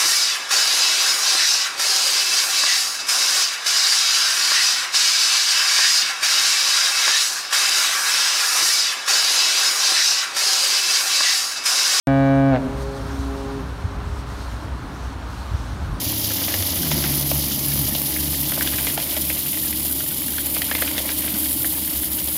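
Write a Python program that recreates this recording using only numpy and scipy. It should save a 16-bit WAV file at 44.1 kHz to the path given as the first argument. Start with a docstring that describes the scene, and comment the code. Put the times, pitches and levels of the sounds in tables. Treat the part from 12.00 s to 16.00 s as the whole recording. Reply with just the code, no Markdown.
"""A ship's air horn is already blowing over a strait, its note made of fast, regular puffs of air.
Its valve shuts, the pitch sags and the note dies with a rasp. A bridge and the shores send it back
for about two seconds more. Underneath, water washes and hisses, a ship's engine throbs,
and gusts of wind thump on the microphone."""
import sys
import numpy as np
from scipy import signal
from scipy.fft import rfft, irfft, next_fast_len
from scipy.io import wavfile
from scipy.ndimage import uniform_filter1d, map_coordinates

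SR = 44100
rng = np.random.default_rng(int(sys.argv[2]) if len(sys.argv) > 2 else 0)


def to_wav(s):
    """Save 16-bit WAV."""
    ch = np.atleast_2d(s).T  # columns
    pcm = np.round(np.clip(ch, -1, 1) * 32767)  # PCM
    wavfile.write(sys.argv[1], SR, pcm.astype(np.int16))


N = 176400
TIME = np.arange(N) / SR


def amp(db):
    """Turn decibels (dB) into a number to multiply by."""
    return 10 ** (np.asarray(db) / 20)


def unit(x):
    """Scale a signal to an average strength (rms) of 1."""
    return x / np.sqrt(np.mean(x ** 2) + 1e-20)


def even(x, size):
    """Hold noise at a steady strength of 1, averaged over size samples."""
    power = signal.fftconvolve(x ** 2, np.hanning(size) * 2 / size, "same")
    return x / np.sqrt(np.abs(power) + 1e-9)


def along(rows, hz):
    """Read between rows of (Hz, value), with octaves evenly spaced."""
    row_hz, values = np.transpose(rows)
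    return np.interp(np.log(hz + 1), np.log(row_hz + 1), values)


def curve(rows):
    """Join rows of (seconds, value) into one value per sample."""
    return np.interp(TIME, *np.transpose(rows))


def wobble(rate, size=N):
    """A smooth curve through rate random values a second."""
    knots = rng.standard_normal(1024)
    coarse = np.arange(0, size, 64)
    return np.interp(np.arange(size), coarse, map_coordinates(knots, [coarse * rate / SR], mode="wrap"))


def filtered(x, response):
    """Multiply each frequency in x by response(hz)."""
    size = next_fast_len(len(x) + SR // 2)
    return irfft(rfft(x, size) * response(np.fft.rfftfreq(size, 1 / SR)), size)[:len(x)]


def rush(colour, patchy_db):
    """Rushing noise with the given tone colour and random louder and softer patches."""
    spectrum = signal.stft(rng.standard_normal(N), nperseg=512)[2]
    patches = uniform_filter1d(rng.standard_normal(spectrum.shape), size=10, axis=0)
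    patches = uniform_filter1d(patches, size=12, axis=1)
    noise = signal.istft(spectrum * amp(patchy_db * unit(patches)), nperseg=512)[1][:N]
    return unit(filtered(noise, lambda hz: amp(along(colour, hz))))


HORN_HZ, HORN_DB = 136.3, -12
BLOW_S, ATTACK_S = -0.93, 0.22  # the blast begins before we start listening
SHUT_S, SAG_HZ_PER_S, SWELL_DB = .503, 180, 1.5  # the valve shuts: the note sags and swells
STOP_S, RELEASE_DB_PER_S = 0.561, 478  # the diaphragm (the horn's vibrating plate) stops


def blast(t):
    """Air drives the diaphragm: gives its phase, its loudness and how far it has sagged (0 to 1)."""
    closing_s = np.clip(t - SHUT_S, 0, .12)
    pitch_hz = HORN_HZ - SAG_HZ_PER_S * closing_s + 0.0785 * wobble(30, size=len(t))
    sag = np.clip(closing_s / (STOP_S - SHUT_S), 0, 1)
    level_db = HORN_DB + SWELL_DB * sag - RELEASE_DB_PER_S * np.maximum(t - STOP_S, 0)
    envelope = amp(level_db) * np.clip((t - BLOW_S) / ATTACK_S, 0, 1)
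    return 2 * np.pi * np.cumsum(pitch_hz) / SR, envelope, sag


def pulse_phases(levels_db):
    """Where each harmonic starts in its cycle when one puff of air rings the horn."""
    log_gain = np.log(amp(np.r_[levels_db[0] - 20, levels_db, np.full(len(levels_db), levels_db[-1])]))
    cepstrum = irfft(log_gain)
    return rfft(2 * cepstrum[:len(cepstrum) // 2], len(cepstrum)).imag[1:]


# The pure tones (harmonics) in the note. Each row: multiple of the pitch, relative level in dB.
HORN_HARMONICS = [(1, 2.5), (2, 3.5), (3, -12), (4, -1.5), (5, -3.5), (6, -9), (7, -17), (8, -17.5),
                  (9, -18), (10, -26.5), (11, -15), (12, -17), (13, -20.5), (14, -22), (15, -31),
                  (16, -29.5), (17, -21), (18, -34.5), (19, -38.5), (20, -34), (21, -36.5), (22, -31.5),
                  (23, -62.5), (24, -38.5), (25, -33.5), (26, -41.5), (27, -50.5), (28, -34), (29, -37.5),
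                  (30, -53), (31, -67), (32, -40), (33, -53), (34, -52), (35, -46), (36, -58)]
# How the tone changes as it sags. Each row: frequency before the sag in Hz, added level in dB.
SAG_COLOUR = [(136, -3), (272, -4.5), (545, -5), (680, 3.5), (900, 5), (1500, 1), (2300, -2), (3500, -1)]
# Air escaping past the slack diaphragm. Each row: frequency in Hz, relative level in dB.
RASP_COLOUR = [(200, -30), (700, -2), (1500, 0), (2000, -8), (2400, -7), (3000, -12), (4000, -14),
               (6000, -30), (12000, -52)]


def horn(t, sputter_rad=0.038, rough_rad=.05, shimmer_db=.9, bass_lag=1.42, rasp_db=-17):
    """Regular puffs of air make a wavering note; they sputter and rasp as the valve shuts."""
    phase, envelope, sag = blast(t)
    phase = phase + sputter_rad * sag * wobble(140, size=len(t))
    mellow_db = 11 * (np.clip(t, 0, SHUT_S) - .28)  # high tones soften as the air pressure falls
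    multiples, levels = np.transpose(HORN_HARMONICS)
    tone = np.zeros(len(t))
    for k, db, start_phase in zip(multiples, levels, pulse_phases(levels)):
        highness = min(k / 12, 1)
        waver_db = highness * shimmer_db * wobble(6.6, size=len(t))
        sag_db = sag * along(SAG_COLOUR, k * HORN_HZ)
        gain = amp(db + waver_db + sag_db - highness ** 2 * mellow_db)
        shift = start_phase - bass_lag * np.log(k)  # low tones leave the horn's mouth late
        jitter = rough_rad * highness * wobble(120, size=len(t))
        tone += gain * np.cos(k * phase + shift + jitter)
    tone = tone * np.sqrt(2) / np.linalg.norm(amp(levels))
    air = unit(filtered(rng.standard_normal(len(t)), lambda hz: amp(along(RASP_COLOUR, hz))))
    puffs = air * unit((1 + np.cos(phase)) ** 2)
    return envelope * (tone + amp(rasp_db) * sag * puffs)


def near_wall(x, delay_s=.1146, centre_hz=320, width_octaves=0.67):
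    """A nearby wall throws back one strong, hollow echo."""
    def response(hz):
        hollow = amp(-15) + np.exp(-2 * (np.log2((hz + 1) / centre_hz) / width_octaves) ** 2)
        dull = 1 / (1 + (hz / 1500) ** 2)
        delay = np.exp(-2j * np.pi * hz * delay_s)
        return amp(-6) * hollow * dull * delay
    return filtered(x, response)


# How long sound lingers between the shores. Each row: frequency in Hz, seconds to fade by 60 dB.
SHORE_FADE = [(130, 2.2), (500, 1.4), (1500, 2), (4000, 0.31)]


def shore_scatter(x, level_db=-22):
    """The shores scatter the sound into a smooth tail; the treble dies first."""
    hz, t, spectrum = signal.stft(rng.standard_normal(2 * SR), SR, nperseg=256)
    fade = amp(-60 * t / along(SHORE_FADE, hz)[:, None])
    tail = signal.istft(spectrum * fade, SR, nperseg=256)[1]
    return amp(level_db) * signal.fftconvolve(x, tail / np.linalg.norm(tail))[:len(x)]


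# Echoes from far away. Each row: delay in seconds, base level in dB, treble tilt in dB per octave.
FAR_ECHOES = [(.5, -33, -4.5), (1.081, -33, -0.5), (1.95, -45, -3.5), (2.7, -51.5, -9)]
# The tones that come back. Each row: multiple of the pitch, dB added to the base level.
ECHO_HARMONICS = [(1, -8), (2, -0.5), (3, -1.5), (4, -9.5), (5, -13), (6, -14), (7, -18), (8, -18.5),
                  (9, -22)]


def far_echoes(waver_db=2.5, drift_rad=0.38):
    """Each far shore returns a late, wavering copy of the note, which fades out as it sags."""
    out = np.zeros(N)
    for delay, base_db, tilt in FAR_ECHOES:
        phase, envelope, sag = blast(TIME - delay)
        for k, db in ECHO_HARMONICS:
            gain = amp(base_db - HORN_DB + db + tilt * np.log2(k / 3) + waver_db * wobble(5.77))
            shift = rng.uniform(0, 2 * np.pi) + drift_rad * wobble(6.68)
            out += envelope * (1 - sag ** 2) * gain * np.cos(k * phase + shift)
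    return out


# How loud the water's wash and hiss are. Each row: time in seconds, level in dB before the boost.
WASH_LEVELS = [(0.8, -38), (1.25, -38), (1.83, -38.5), (3.92, -39), (4.0, -39.5)]
HISS_LEVELS = [(0.75, -50), (0.83, -44.5), (0.85, -48), (1.14, -45.5), (2.0, -53), (2.19, -48), (2.26, -54),
               (2.29, -47.5), (2.49, -48), (2.82, -52), (3.07, -48.5), (3.17, -53.5), (3.36, -47.5),
               (4.0, -50)]
# Their tone colours. Each row: frequency in Hz, relative level in dB.
WASH_COLOUR = [(100, 4), (220, -6), (400, -5.5), (650, -4.5), (1000, -1.5), (1450, -4.5), (2000, -13.5),
               (2700, -17), (4000, -21), (6000, -33.5), (12000, -105)]
HISS_COLOUR = [(1000, 6), (2500, -1.5), (4200, 5.5), (4900, 1), (5500, 3), (6500, 0.5), (7500, -4),
               (8600, -2), (9600, -4.5), (10400, -9), (11200, -7), (12500, -8.5), (15500, -17)]


def water(boost_db=2.5):
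    """Water washes steadily, and the hiss of small waves swells over it."""
    wash = amp(boost_db + curve(WASH_LEVELS) + 0.2 * wobble(14)) * rush(WASH_COLOUR, patchy_db=0.5)
    hiss = amp(boost_db + curve(HISS_LEVELS) + 0.65 * wobble(22.35)) * rush(HISS_COLOUR, patchy_db=1.24)
    return wash + hiss


# The engine's low rumble. Each row: frequency in Hz, relative level in dB.
RUMBLE_COLOUR = [(20, -50), (30, -33), (41, -11.5), (52, -5), (61, 1.5), (72, -11.5), (110, -9.5),
                 (170, -17.5), (300, -19), (800, -68.5)]


def engine(pitch_hz=62.7, drone_db=-36.5, rumble_db=-31.5):
    """A distant ship's engine drones unsteadily inside an even rumble."""
    phase = 2 * np.pi * pitch_hz * TIME + 0.67 * wobble(11)
    drone = amp(drone_db + 4.5 * wobble(11)) * np.sqrt(2) * np.sin(phase)
    rumble = amp(rumble_db) * even(rush(RUMBLE_COLOUR, patchy_db=-0.5), size=12000)
    return drone + rumble


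# Gusts of wind. Each row: time of the peak in seconds, level in dB, rough half length in seconds.
GUSTS = [(1.21, -29, 0.017), (1.643, -36.5, 0.12), (1.852, -21, .022), (1.953, -27, 0.031),
         (2.1, -24.5, 0.041), (3.539, -22, 0.023), (3.65, -30, 0.085), (3.85, -23, 0.033),
         (3.925, -20.5, 0.017), (3.99, -33, .02)]
# Their deep thud. Each row: frequency in Hz, relative level in dB.
GUST_COLOUR = [(20, -45), (32, -28), (45, 8), (70, 13), (140, -2), (220, -14.5), (400, -24), (1200, -77)]


def wind():
    """Short gusts push on the microphone and make it thump."""
    push = sum(amp(db) * np.exp(-.5 * ((TIME - peak_s) / half_s) ** 2) for peak_s, db, half_s in GUSTS)
    return push * even(rush(GUST_COLOUR, patchy_db=6), size=3000)


def scene():
    """Add up the horn, its echoes, the water, the engine and the wind."""
    note = horn(np.arange(-2 * SR, N) / SR)  # begin 2 seconds early so the echoes have built up
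    ringing = (note + near_wall(note) + shore_scatter(note))[-N:]
    return (ringing + far_echoes() + water() + engine() + wind())[None]


def gain_control(x, limit_db=-14.5, recover_db_per_s=42, lag_s=.035):
    """Turn loud sound down a moment after it arrives, then slowly turn it back up."""
    power = np.abs(uniform_filter1d(x ** 2, size=1940))
    over_db = np.maximum(10 * np.log10(power + 1e-12) - limit_db, 0)
    recovery_db = recover_db_per_s * TIME
    cut_db = np.maximum.accumulate(over_db + recovery_db) - recovery_db
    return x * amp(-np.interp(TIME - lag_s, TIME, cut_db))


def record(dry):
    """The microphone loses the deepest bass; loud parts are turned down and the top treble is cut."""
    low_cut_hz, top_hz, start_s = 33, 15800, .072
    thinned = filtered(dry[0], lambda hz: 1 - 1 / (1 + (hz / low_cut_hz) ** 6))
    held = gain_control(thinned) * (TIME >= start_s)  # the sound cuts in mid-blast
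    padded = np.pad(held, (0, SR // 10), mode="reflect", reflect_type="odd")  # avoids an end click
    return filtered(padded, lambda hz: hz < top_hz)[None, :N]


dry = scene()
out = record(dry)
to_wav(out)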